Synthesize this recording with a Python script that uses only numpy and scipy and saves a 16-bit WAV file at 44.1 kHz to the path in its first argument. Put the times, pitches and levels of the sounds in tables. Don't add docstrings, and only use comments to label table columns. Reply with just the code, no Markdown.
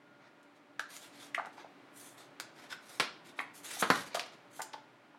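import sys
import numpy as np
from scipy import signal
from scipy.fft import rfft, irfft, next_fast_len
from scipy.io import wavfile
from scipy.ndimage import uniform_filter1d

SR = 44100
rng = np.random.default_rng(int(sys.argv[2]) if len(sys.argv) > 2 else 0)


def waveform_to_disk(signal):
    frames = np.transpose(np.atleast_2d(signal))
    scaled = np.clip(frames, -1, 1) * 32767
    samples = np.round(scaled).astype(np.int16)
    wavfile.write(sys.argv[1], SR, samples)


N = 228702


def from_db(db):
    return 10 ** (np.asarray(db) / 20)


def rms_one(x):
    return x / np.sqrt(np.mean(x ** 2) + 1e-20)


def at_hz(points, hz):
    knots, values = np.transpose(points)
    return np.interp(np.log(np.maximum(hz, 1)), np.log(knots), values)


def add(out, s, sound):
    start = max(round(s * SR), 0)
    out[start:start + len(sound)] += sound[:max(N - start, 0)]


def coloured(x, points):
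    size = next_fast_len(N, True)
    gain = from_db(at_hz(points, np.fft.rfftfreq(size, 1 / SR)))
    return rms_one(irfft(rfft(x, size) * gain, size)[:N])


def causal_filter(x, gain):
    cepstrum = irfft(np.log(gain + 1e-9))
    cepstrum[1:len(x) // 2] *= 2
    cepstrum[len(x) // 2 + 1:] = 0
    return irfft(rfft(x) * np.exp(rfft(cepstrum)))


def smooth_chance(shape, size, axis=-1):
    once = uniform_filter1d(rng.standard_normal(shape), size, axis)
    return rms_one(uniform_filter1d(once, size, axis))


def grains(count, spread_db):
    step_sizes = from_db(spread_db * rng.standard_normal(count))
    return rms_one(rng.standard_normal(count) * step_sizes)


def swell_and_die(swell_ms, decay_ms, size):
    ms = np.arange(size) / SR * 1000
    swell = np.minimum(ms / swell_ms, 1) ** 1.5
    return swell * np.exp(-np.maximum(ms - swell_ms, 0) / decay_ms)


# frequency in Hz, level in dB per Hz.
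AIR_SPECTRUM = [(30, -41), (78, -32), (120, -3), (200, -4.5), (320, 1.5), (480, -6), (720, -3.5),
                (1400, -7.5), (2100, -10), (4000, -20), (6300, -29.5), (10000, -35), (13000, -41.5),
                (16000, -39)]
# centre in Hz, offset in Hz where the tone is 12 dB down, rms level in dB.
FAN_TONES = [(287, 4.9, -69), (316, 4.8, -86.5), (587.4, 23, -72.5), (1420, 5.3, -74)]
AIR_DB, HANDLING_DB = -63, 4
HANDLING_START_S, HANDLING_END_S = 0.76, 5.3
HANDLING_RISE_S, HANDLING_FALL_S = 0.35, 0.94


def background():
    full_s, easing_s = HANDLING_START_S + HANDLING_RISE_S, HANDLING_END_S - HANDLING_FALL_S
    turns_s = [HANDLING_START_S, full_s, easing_s, HANDLING_END_S]
    handling = np.interp(np.arange(N) / SR, turns_s, [0, 1, 1, 0])
    mix = coloured(rng.standard_normal(N), AIR_SPECTRUM) * from_db(AIR_DB + HANDLING_DB * handling)
    for centre, width, db in FAN_TONES:
        line = [(centre - 3 * width, -70), (centre - width, -12), (centre, 0),
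                (centre + width, -12), (centre + 3 * width, -70)]
        mix += from_db(db) * coloured(rng.standard_normal(N), line)
    return mix


# nominal delay after the direct sound in ms, level in dB.
NEAR_ECHOES = [(6.6, -15.5), (8.6, -19.5)]
# frequency in Hz, time to fall by 60 dB in seconds,
# with the extra early strength of the tail left out.
RING_TIMES = [(150, 0.54), (600, 0.35), (1800, 0.36), (4500, 0.39), (7000, 0.33), (12000, 0.12)]


def room_response(tail_db=-5.0, build_s=0.0049, early_db=5.0, early_s=0.019, size=16384, order=21):
    t, hz = np.arange(size) / SR, np.fft.rfftfreq(size, 1 / SR)
    white, tail = rfft(rng.standard_normal(size)), np.zeros(size)
    arrival = (1 - np.exp(-t / build_s)) * from_db(early_db * np.exp(-t / early_s))
    edges = np.r_[0, np.geomspace(250, 16000, 17)]
    for low, high in zip(edges, edges[1:]):
        band = irfft(white * (hz >= low) * (hz < high), size)
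        t60 = at_hz(RING_TIMES, (low + high) / 2)
        tail += band * arrival * np.exp(-np.log(1000) * t / t60)
    power = uniform_filter1d(np.abs(rfft(tail)) ** 2, 3 * order)
    response = from_db(tail_db) * causal_filter(tail, 1 / np.sqrt(power + 1))
    response[0] += 1
    for ms, db in NEAR_ECHOES:
        varied_ms = ms * rng.uniform(.85, 1.15)
        response[round(varied_ms * SR / 1000)] += from_db(db)
    return response


def room(x, count=17):
    out, hop = np.zeros(N), N // count + 1
    for start in range(0, N, hop):
        add(out, start / SR, signal.fftconvolve(x[start:start + hop], room_response()))
    return out


def flexing(x, size=256):
    frames = signal.stft(x, nperseg=size)[2]
    patches = rms_one(uniform_filter1d(smooth_chance(frames.shape, size=11), size=3, axis=0))
    return signal.istft(frames * from_db(2.4 * patches))[1][:N]


# time of top speed in seconds, speeding up in seconds,
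# slowing down in seconds, level of the hiss in dB before its own trim, brightness in dB.
SLIDE_MOVES = [(0.245, 0.08, 0.076, -71, -27), (0.572, 0.033, 0.018, -72.5, -6),
               (0.93, 0.055, 0.11, -56, 0.5), (1.03, 0.038, 0.091, -58, -1.5),
               (1.228, 0.15, 0.095, -56.5, -4), (1.535, 0.016, 0.06, -70, -1),
               (1.598, 0.04, 0.055, -60, -16.5), (2.009, 0.096, 0.19, -60, 6),
               (2.184, 0.02, 0.12, -60.5, -6), (2.622, 0.11, 0.087, -58, -10),
               (2.727, 0.044, 0.019, -47, -8), (2.93, 0.15, 0.092, -58, -0.5),
               (3.275, 0.047, 0.066, -59, -5.5), (3.41, 0.061, 0.017, -56, -2.5),
               (3.551, 0.02, 0.11, -59, 4.5), (3.667, 0.043, 0.034, -47.5, 0.5),
               (3.725, 0.054, 0.16, -46.5, 0), (3.814, 0.028, 0.011, -47.5, 10.5),
               (3.99, 0.2, 0.073, -46.5, -6), (4.075, 0.027, 0.022, -51.5, -4),
               (4.135, 0.045, 0.03, -56, -19), (4.335, 0.038, 0.033, -61, -12.5),
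               (4.58, 0.088, 0.047, -59.5, 4)]
# frequency in Hz, level in dB per Hz.
RUB_SPECTRUM = [(150, -28), (500, -11.5), (1400, -8), (2300, -10.5), (3500, -47), (8000, -81)]
HISS_SPECTRUM = [(1200, -22.5), (2500, -3), (3600, 4.5), (6500, -6), (9000, -24), (16000, -52)]
FIZZ_SPECTRUM = [(3500, -54), (6500, -3), (9500, 1), (12500, -4), (15500, -19)]
RUB_DB, HISS_DB, FIZZ_DB = -6, -2.5, -3
RUB_LOSS = 0.45
SPEED_POWER = 2


def slides(catch_db=2.0):
    t, out = np.arange(N) / SR, np.zeros(N)
    slips = grains(N, spread_db=4.5)
    catches = from_db(catch_db * smooth_chance(N, size=300))
    slips = flexing(slips * catches)
    rub = from_db(RUB_DB) * coloured(slips, RUB_SPECTRUM)
    hiss = from_db(HISS_DB) * coloured(slips, HISS_SPECTRUM)
    fizz = from_db(FIZZ_DB) * coloured(slips, FIZZ_SPECTRUM)
    for s, rise_s, fall_s, level_db, bright_db in SLIDE_MOVES:
        ramp = np.interp(t, [s - rise_s, s, s + fall_s], [0, 1, 0])
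        speed = np.sin(np.pi / 2 * ramp)
        friction = from_db(-RUB_LOSS * bright_db) * rub + hiss + from_db(bright_db) * fizz
        out += from_db(level_db) * speed ** SPEED_POWER * friction
    return out


# start in seconds, level of the lower mode in dB,
# mean pitch of the lower mode in Hz, overtone in dB relative to it, decay to 1/e in ms.
BUCKLES = [(0.793, -22.5, 1771, -20, 0.91), (0.793, -40.5, 875, 5, 4.1), (1.3448, -22, 1940, -22, 1.8),
           (1.3465, -30, 2720, -17, 0.81), (1.377, -31, 716, 1, 10.2), (1.395, -27.5, 805, -1, 2),
           (1.468, -37.5, 845, -17, 2.7), (1.578, -42.5, 863, -25, 4.6), (1.644, -37.5, 844, -21, 1.5),
           (2.398, -39.5, 1560, -8, 2.5), (2.724, -37, 1562, -7, 10.6), (3.3897, -24.5, 1862, -12, 1.6),
           (3.4, -27.5, 1093, -2, 2.4), (3.767, -40, 757, -23, 4), (3.823, -22.5, 670, -23, 1.8),
           (3.9005, -16, 1303, -18, 1.5), (3.906, -21, 1480, -31.5, 7.3), (4.147, -23, 730, -12, 2.3),
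           (4.168, -32.5, 688, -0.5, 5.5), (4.592, -32, 798, -6, 2), (4.601, -32.5, 901, -2.5, 4.1),
           (4.738, -35, 878, -11, 7), (5.145, -48.5, 835, -12, 2.6)]
POP_SWELL_MS = 3.5


def pops(overtone_ratio=1.75, size=4096):
    out = np.zeros(N)
    for s, peak_db, hz, overtone_db, decay_ms in BUCKLES:
        bend = 1 + .14 * smooth_chance((2, size), size=26)
        phase = 2 * np.pi * hz * np.cumsum(bend, axis=1) / SR
        modes = np.sin(phase[0]) + from_db(overtone_db) * np.sin(overtone_ratio * phase[1])
        add(out, s, from_db(peak_db) * swell_and_die(POP_SWELL_MS, decay_ms, size) * modes)
    return signal.sosfilt(signal.butter(2, 300, "high", fs=SR, output="sos"), out)


# start in seconds, body in dB before the common trim,
# crack in dB relative to the body, edge in dB relative to the body, swell in ms, decay to 1/e in ms.
PAGE_FLAPS = [(0.43, -35, 0, -1.5, 0.43, 1.2), (0.794, -6, 0, -6.5, 1.6, 0.7),
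              (0.962, -16.5, -0.5, 3.5, 5.1, 1.1), (1.343, -12, -2, -2.5, 5.5, 0.6),
              (1.386, -6, -14, -48, 1.3, 0.67), (1.449, -7.5, -15, -36, 0.65, 0.87),
              (1.457, -10, -18, -16, 3.1, 1.1), (2.3988, -4, -0.5, -2.5, 1.35, 1.2),
              (2.703, -15.5, -8, -9.5, 3.3, 6), (2.998, 15, -3, -17, 0.8, 5.8),
              (3.3872, 3.5, -20, -35, 3.6, 4), (3.766, -21, -32, -26, 1.3, 0.62),
              (3.8205, 16.5, -14, -36, 6, 7.8), (3.901, 22, -13.5, -23.5, 1.86, 2.65),
              (4.143, 1.5, -4, -9, 4.8, 2.3), (4.153, -0.5, -1.5, -5.5, 1.1, 4.3),
              (4.194, -1.5, 5.5, -8.5, 1.4, 3.1), (4.261, -13, -2, -14, 1.2, 2.7),
              (4.591, -5, -18, -20, 7.2, 3.2), (4.615, -16, 6.5, 13, 4.7, 3.4),
              (4.73, -9.5, 4, -16.5, 7.2, 0.96)]
# centre in Hz, half-width in Hz,
# gain in dB (negative is a dip, 0 no change).
SHEET_COLOURING = [(1620, 330, -1), (3340, 300, 0), (4870, 360, 1)]
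THUMP_DB, THUMP_PER_DB = -8.5, 0.4017
SETTLE_S, SETTLE_DB, SETTLE_DULL_DB, SETTLE_STRETCH = 0.007, -6, -1, 2.44
FLAP_TRIM_DB = -5.5


def flaps(size=8192, order=41):
    out, hz = np.zeros(N), np.fft.rfftfreq(size, 1 / SR)
    sheet_db = sum(db * np.exp(-((hz - centre) / width) ** 2) for centre, width, db in SHEET_COLOURING)
    landings = np.array(PAGE_FLAPS)
    shift = [SETTLE_S, SETTLE_DB, SETTLE_DULL_DB, SETTLE_DULL_DB, 0, 0]
    settlings = (landings + shift) * [1, 1, 1, 1, 1, SETTLE_STRETCH]
    for s, body_db, crack_db, edge_db, swell_ms, decay_ms in np.vstack([landings, settlings]):
        thump_db = THUMP_DB + THUMP_PER_DB * max(body_db, 0)
        burst = grains(size, spread_db=2.0) * swell_and_die(swell_ms, decay_ms, size)
        power = uniform_filter1d(np.abs(rfft(burst)) ** 2, order)
        colour = [(40, thump_db - 17), (90, thump_db - 21), (170, thump_db + 1), (380, thump_db),
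                  (800, -1.5), (1550, 3.3), (2600, 0.83 * crack_db), (4300, crack_db),
                  (7000, edge_db + 0.5), (11000, edge_db - 6.5), (16000, edge_db - 20.5)]
        bend_db = 2.5 * smooth_chance(len(hz), size=110) * np.minimum(hz / 4000, 1)
        gain = from_db(body_db + at_hz(colour, hz) + sheet_db + bend_db)
        add(out, s, causal_filter(burst, gain / np.sqrt(power)))
    return from_db(FLAP_TRIM_DB) * out


def scene():
    book = flaps() + pops() + slides()
    return (room(book) + background())[None]


CUTOFF_HZ = 15900


def record(dry):
    thin = signal.sosfilt(signal.butter(2, 55, "high", fs=SR, output="sos"), dry)
    return signal.sosfilt(signal.ellip(10, .1, 80, CUTOFF_HZ, fs=SR, output="sos"), thin)


dry = scene()
out = record(dry)
waveform_to_disk(out)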